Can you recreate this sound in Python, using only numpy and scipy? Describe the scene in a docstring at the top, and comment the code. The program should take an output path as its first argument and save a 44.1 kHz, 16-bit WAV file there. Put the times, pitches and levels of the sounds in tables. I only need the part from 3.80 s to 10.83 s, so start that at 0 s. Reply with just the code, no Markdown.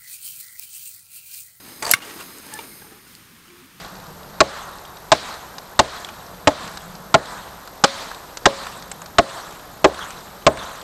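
"""Forest floor, a small camera's microphone close to a fallen log: an earlier blow is still dying away at the start.
Air, a far traffic hum and a thin pulsing tone run throughout. From 0.6 s a hatchet lands ten blows, about 0.7 s apart.
Each cracks the wood and rings the log's damped modes; then noise echoes among the trunks and the leaves crackle.
Chips land in the litter as short bursts. The blows overload the microphone and its gain ducks a moment late."""
import sys
import numpy as np
from scipy import signal
from scipy.fft import rfft, irfft, next_fast_len
from scipy.io import wavfile
from scipy.ndimage import uniform_filter1d

SR = 44100
rng = np.random.default_rng(int(sys.argv[2]) if len(sys.argv) > 2 else 0)


def file_out(sig):
    """Save sig as 16-bit WAV at sys.argv[1]."""
    # one column per channel
    cols = np.atleast_2d(sig).T
    # limit, then scale
    lim = np.clip(cols, -1, 1)
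    pcm = np.round(lim * 32767).astype(np.int16)
    wavfile.write(sys.argv[1], SR, pcm)


def magnitude_from_level(level_db):
    """Linear magnitude for a level in decibels (20 dB per decade)."""
    exponent = np.asarray(level_db, float) / 20
    return 10 ** exponent


N = 310023
T = np.arange(N) / SR


def unit(x):
    """Brings a sound to rms 1."""
    return x / np.sqrt(np.mean(x ** 2) + 1e-20)


def along(points, hz):
    """Reads (f/Hz, value) points on a log frequency axis."""
    f, v = np.transpose(points)
    return np.interp(np.log(hz + 1), np.log(f + 1), v)


def coloured(x, spectrum):
    """Filters x through a (f/Hz, level/dB) spectrum and brings it to rms 1."""
    size = next_fast_len(len(x) + 4096)
    gain = magnitude_from_level(along(spectrum, np.fft.rfftfreq(size, 1 / SR)))
    return unit(irfft(rfft(x, size) * gain, size)[:len(x)])


def patchy(size, patchy_db):
    """White noise with patches of random gain in time and frequency."""
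    z = signal.stft(rng.standard_normal(size + 512), nperseg=256)[2]
    field = uniform_filter1d(rng.standard_normal(z.shape), size=5, axis=0)
    field = uniform_filter1d(field, size=9, axis=1)
    return signal.istft(z * magnitude_from_level(patchy_db * unit(field)), nperseg=256)[1][:size]


def add(out, s, sound):
    """Mixes a sound in from time s on, trimmed to the length of the scene."""
    i = round(s * SR)
    part = sound[max(-i, 0):][:N - max(i, 0)]
    out[max(i, 0):][:len(part)] += part


# Air of the forest all around: f/Hz, relative level/dB per Hz
AIR_SPECTRUM = [(15, -35), (25, 1), (65, -1.5), (110, -7), (300, -6.5), (550, -3.5), (900, -2),
                (1300, -5.5), (1750, -10), (2150, -16), (2900, -20), (3900, -15.5), (5000, -18),
                (8000, -21.5), (11300, -25.5), (15200, -32), (16500, -68)]


def forest_air():
    """Diffuse, slightly patchy noise, strongest in the lows."""
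    return magnitude_from_level(-41) * coloured(patchy(N, patchy_db=1.03), AIR_SPECTRUM)


# Far traffic coming and going: t/s, hum level/dB
TRAFFIC_LEVEL = [(0, -47), (.5, -46), (1.1, -55.5), (1.7, -55.5), (2.4, -50), (3, -45), (3.5, -46.5),
                 (4.2, -62), (5, -48.5), (5.7, -55), (6.3, -48.5), (7.03, -59)]
# Colour of that hum: f/Hz, relative level/dB per Hz
HUM_SPECTRUM = [(100, -3.5), (140, 2.5), (175, 10), (215, 0), (280, -61.5)]


def far_traffic():
    """A low band of noise whose level rises and falls."""
    level = magnitude_from_level(np.interp(T, *np.transpose(TRAFFIC_LEVEL)))
    return level * coloured(patchy(N, patchy_db=-0.3), HUM_SPECTRUM)


# Thin high tone, a carrier between the side lines of its pulsing: f/Hz, rms level/dB
TONE_LINES = [(12780, -64.5), (12828, -55.5), (12877, -63.5)]


def thin_tone():
    """Three steady sines close in pitch beat together, so the tone pulses."""
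    return sum(magnitude_from_level(db) * np.sqrt(2) * np.cos(2 * np.pi * hz * T) for hz, db in TONE_LINES)


def leaf_snaps(size, count, cycles, spread_db):
    """Tiny leaf snaps: damped sines of a few cycles at random times, pitches and sizes."""
    when, pitch, heft = rng.uniform(size=(3, count))
    hz, sample = 1800 * 5 ** pitch[:, None], np.arange(128)
    decay = np.exp(-hz * sample / SR / cycles)
    snaps = magnitude_from_level(spread_db * heft[:, None] ** 2) * decay * np.sin(2 * np.pi * hz * sample / SR)
    places = (when * size).astype(int)[:, None] + sample
    return unit(np.bincount(places.ravel(), snaps.ravel(), size + 128)[:size])


# Echo among the trunks before its decay: f/Hz, relative level/dB per Hz
ECHO_SPECTRUM = [(120, -55), (200, 9.5), (318, -13), (574, -9.5), (643, -4.5), (815, -7.5), (1050, -2),
                 (1860, -10), (3000, -40), (3900, -74), (6600, -120)]
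# Decay among the trunks: f/Hz, t60/s
TRUNK_DECAY = [(250, 0.3), (600, 0.91), (1200, 1.066), (3000, 0.97)]


def trunk_echo(t):
    """The trunks answer a blow with patchy noise, each pitch dying at its own speed."""
    hz, frame, z = signal.stft(coloured(patchy(len(t), patchy_db=1.45), ECHO_SPECTRUM), SR, nperseg=512)
    fading = magnitude_from_level(-60 * frame / along(TRUNK_DECAY, hz)[:, None])
    echo = signal.istft(z * fading, SR, nperseg=512)[1][:len(t)]
    return echo * (1 + 1.9 * magnitude_from_level(-60 * t / 0.21))  # the nearest trunks answer first and loudest


# Shaken leaves: f/Hz, relative level/dB per Hz
LEAF_SPECTRUM = [(1060, 8), (1800, -2), (2860, 1), (3960, 6), (5040, -2), (8000, 1), (11400, -15.5),
                 (13200, -22), (15700, -50), (16500, -61)]


def shaken_leaves(t):
    """The leaves crackle as patchy noise and snaps, and settle."""
    snaps = .4 * leaf_snaps(len(t), count=700, cycles=1.3, spread_db=11)
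    return magnitude_from_level(-60 * t / 1.517) * coloured(patchy(len(t), patchy_db=4.5) + snaps, LEAF_SPECTRUM)


# Bright echo, the crack come back: f/Hz, relative level/dB per Hz
WASH_SPECTRUM = [(1200, -3.5), (2000, 0.5), (2800, -1.5), (4000, 4.5), (5500, -3.5), (8000, -8.5),
                 (12000, -22.5)]


def bright_echo(t):
    """The crack comes back from the forest as bright, fading noise."""
    return magnitude_from_level(-60 * t / 0.55) * coloured(patchy(len(t), patchy_db=2.0), WASH_SPECTRUM)


# Blows close to the microphone: t/s, strength level/dB, hardness/dB per octave,
# crack level/dB, thin ring level/dB, bright echo level/dB
BLOWS_STRUCK = [(0.6044, -2.5, 4, 9.5, -12, -22.5), (1.318, -3.5, 4.5, 13.5, -40, -17.5),
                (1.9914, -0.9, -1.5, 14, -22, -21), (2.6724, -0.5, -2, 6.5, -30, -21),
                (3.342, -1, 2.5, 6, -36, -26.5), (4.0386, -13.5, 12.5, 15.5, -9.5, -16),
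                (4.6561, -0.5, -5, 15, -7, -19.5), (5.384, -2, 1.5, 7, -13, -24.5),
                (6.0431, 3.5, -1, -0.5, -19, -27), (6.6658, 3.5, -5, 9.5, -20, -32.5)]
# The blow just before the start: t/s, bright echo level/dB
EARLIER_BLOW = (-0.27, -11)


def forest_answer():
    """After each blow the trunks echo it, dull and bright, and the shaken leaves crackle and settle."""
    echo_mean_db, leaves_start_db, scatter_db = -22.5, -35, 0.78 / 0.78 * 0.38
    leaves_rise_db_per_s = 0.78  # the leaves shake more as the cut deepens
    out, t = np.zeros(N), T[:SR + SR // 2]
    for s, wash_db in [EARLIER_BLOW, *[(blow[0], blow[-1]) for blow in BLOWS_STRUCK]]:
        echo_db = echo_mean_db + scatter_db * rng.standard_normal()
        leaves_db = leaves_start_db + leaves_rise_db_per_s * s + scatter_db * rng.standard_normal()
        slow = magnitude_from_level(echo_db) * trunk_echo(t) + magnitude_from_level(leaves_db) * shaken_leaves(t)
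        wash = magnitude_from_level(wash_db) * bright_echo(t)
        add(out, s, slow * (1 - np.exp(-t / .015)) + wash * (1 - np.exp(-t / .012)))
    return out


# The clearest chips and twigs landing: t/s, crisp peak level/dB, dull thud level/dB over that, crispest f/Hz
CHIP_LANDINGS = [(0.0473, -28.5, 0, 4020), (0.1986, -34, -8, 3860), (0.984, -34, -16, 4170),
                 (1.051, -33, -14, 3200), (1.169, -32, -22, 3560), (1.54, -27, -25, 4040),
                 (1.782, -22.5, -5, 4150), (2.2463, -19.5, -19, 3580), (2.2882, -27.5, -1, 2240),
                 (2.876, -27, -14, 4200), (2.972, -23, -2, 3770), (3.1513, -30, -20, 4300),
                 (3.4557, -23.5, 2, 3870), (3.8744, -30, 3, 4120), (4.3134, -45, 24.5, 3880),
                 (4.3458, -25.5, -22, 3940), (4.571, -19, -6, 4400), (4.867, -23, 3, 2060),
                 (5.023, -25, -19, 4040), (5.1147, -18, -6.5, 7700), (5.217, -26, 0, 6900),
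                 (5.2592, -26.5, -7, 4330), (5.7085, -32, -8, 3750), (6.1435, -20, 0, 3600),
                 (6.191, -28.5, 11.5, 6000), (6.3045, -27.5, 2, 5900), (6.772, -18.5, -4.5, 2280),
                 (6.826, -35, -13, 3870), (7.0133, -30.5, -13, 3400)]
# Crisp litter under the chips: f/Hz, relative level/dB per Hz
LITTER_SPECTRUM = [(1200, -3.5), (2500, 6.5), (4200, 2.5), (6000, 2.5), (8000, 3), (11000, -21),
                   (16000, -40)]
# A chip's dull knock: f/Hz, relative level/dB per Hz
KNOCK_SPECTRUM = [(350, -25), (750, -5), (1200, -4), (1600, -3.5), (2400, -32)]


def chips():
    """A chip lands as a short crisp burst, stressed at its own pitch, with a dull thud; crumbs fall between."""
    chip_t60_s = 0.022
    crumbs_per_s, crumb_db, crumb_spread_db, crumb_hz = 4, -37, 2.5, 4000  # faint bits at random times
    out, t = np.zeros(N), T[:SR // 20]
    crumbs = []
    for u, v, w in rng.uniform(-1, 1, size=(round(crumbs_per_s * N / SR), 3)):
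        crumbs.append(((1 + u) * N / SR / 2, crumb_db + crumb_spread_db * v, -12, crumb_hz * 1.5 ** w))
    burst = magnitude_from_level(-60 * t / chip_t60_s) * (1 - np.exp(-t / .0015))
    for s, db, thud_db, hz in CHIP_LANDINGS + crumbs:
        ringing = [(hz * 0.8, 0), (hz, 11), (hz * 1.66, 0)]
        litter = coloured(rng.standard_normal(len(t)), LITTER_SPECTRUM)
        crisp = burst * coloured(litter, ringing)
        thud = burst * coloured(rng.standard_normal(len(t)), KNOCK_SPECTRUM)
        landing = crisp / np.abs(crisp).max() + magnitude_from_level(thud_db) * thud / np.abs(thud).max()
        add(out, s, magnitude_from_level(db) * landing)
    return out


# Fibres splitting under the edge: f/Hz, relative level/dB per Hz
SPLINTER_SPECTRUM = [(300, 7), (1200, 15.5), (2500, 5.5), (4200, 8), (8000, -2), (14000, -69)]


def wood_crack(t):
    """The fibres split as a burst of noise that fades faster once the splitting ends."""
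    splitting_s = .0074
    fading_db = -60 * t / 0.034 - 60 * np.maximum(t - splitting_s, 0) / 0.024
    crack = magnitude_from_level(fading_db) * coloured(rng.standard_normal(len(t)), SPLINTER_SPECTRUM)
    return crack * (1 - np.exp(-t / .0012))


# Modes of the log: f/Hz, level/dB, t60/s
LOG_MODES = [(71, -22, 0.3), (135, -17, 0.23), (234, -18.5, 0.15), (304.8, -10.5, 0.14), (389.5, -6, 0.095),
             (511, -9.5, 0.1), (608.3, 0.5, 0.092), (659.3, 4.5, 0.08), (718, -2, 0.066), (856, 0.5, 0.073),
             (1075.4, 4, 0.051), (1220, 5, 0.027), (1460.4, 3.5, 0.025), (1797, 7, 0.0066)]
# The whole log shuddering: f/Hz, relative level/dB per Hz
THUD_SPECTRUM = [(40, -8), (130, -8), (330, -1.5), (640, 8), (850, -3.5), (1300, -33)]


def log_ring(t, hardness):
    """A jolting contact rings the log's damped modes roughly, and the whole log shudders on."""
    modes = np.zeros(len(t))
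    for hz, level, t60 in LOG_MODES:
        tilt_db = hardness * np.log2(max(hz, 500) / 640)  # a hard blow rings higher
        size = magnitude_from_level(level + tilt_db + rng.normal(0, 1.01) - 60 * t / t60)
        modes += size * np.sin(2 * np.pi * (hz * rng.normal(1, 0.021) * t + rng.uniform()))
    # contact chatter and returns from the ground and near trunks, after one strong first jolt
    jolts = rng.standard_normal(len(t)) * magnitude_from_level(-60 * t / 0.022)
    jolts[0] = 1.7 * np.linalg.norm(jolts)
    ring = signal.fftconvolve(modes, jolts / np.linalg.norm(jolts))[:len(t)]
    ring *= 1 + 2.3 / (1 + (t / 0.0024) ** 4)  # driven hardest while the blade is still wedging in
    return ring + magnitude_from_level(-6.5 - 60 * t / 0.2) * coloured(rng.standard_normal(len(t)), THUD_SPECTRUM)


# A lightly damped mode that only some blows reach: f/Hz, t60/s
THIN_MODE = (550, .27)


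def hatchet():
    """The edge bites and cracks the fibres; a moment later the log rings, with a thin mode over it."""
    edge_lead_s = 0.00064
    thin_hz, thin_t60 = THIN_MODE
    out, t = np.zeros(N), T[:SR // 3]
    for s, db, hardness, crack_db, thin_db, _ in BLOWS_STRUCK:
        ring = magnitude_from_level(db) * log_ring(t, hardness)
        thin = magnitude_from_level(thin_db - 60 * t / thin_t60) * np.sin(2 * np.pi * thin_hz * t)
        add(out, s, magnitude_from_level(crack_db) * wood_crack(t))
        add(out, s + edge_lead_s, (ring + thin) * (1 - np.exp(-t / .0006)))
    return out


def scene():
    """Sums the layers from the far background to the hatchet, as one channel."""
    background = forest_air() + far_traffic() + thin_tone()
    return (background + forest_answer() + chips() + hatchet())[None]


def gain_control(x, loud=.45, late_s=.019, depth_db=11.5, back_db_per_s=100, hold_s=.042):
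    """Overload turns the gain down after a delay; it holds, then climbs back at a steady rate."""
    last_loud = np.maximum.accumulate(np.where(np.abs(x) > loud, T, -9))
    quiet_before = last_loud - np.r_[-9, last_loud[:-1]] > hold_s
    first_loud = np.maximum.accumulate(np.where(quiet_before & (last_loud == T), T, -9))
    since = T - first_loud - late_s
    climbing_db = np.clip(depth_db - back_db_per_s * np.maximum(since - hold_s, 0), 0, None)
    cut_db = np.where(since > 0, climbing_db, 0)
    return magnitude_from_level(-uniform_filter1d(cut_db, round(.014 * SR)))  # the steps are smoothed


def band_limit(x):
    """A steep low-pass at the top of the band."""
    return signal.sosfilt(signal.butter(12, 16640, fs=SR, output="sos"), x)


def record(dry):
    """Late gain control, then hard clipping; the top treble dulls around each overload; the input coupling lets
    flat tops sag."""
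    x = dry * gain_control(dry[0])
    overload = uniform_filter1d(1. * (np.abs(x) > .5), round(.012 * SR)) > 0
    clipped = x / (1 + np.abs(x / 0.62) ** 12) ** (1 / 12)
    dull = signal.sosfiltfilt(signal.butter(10, 8600, fs=SR, output="sos"), clipped)
    top = signal.sosfiltfilt(signal.butter(10, 15200, fs=SR, output="sos"), clipped - dull)
    dulling_db = -17 * uniform_filter1d(1. * overload, round(0.0051 * SR))
    x = dull + top * magnitude_from_level(dulling_db)
    x = signal.lfilter(*signal.butter(1, 28, "high", fs=SR), x)
    return band_limit(x)


dry = scene()
out = record(dry)
file_out(out)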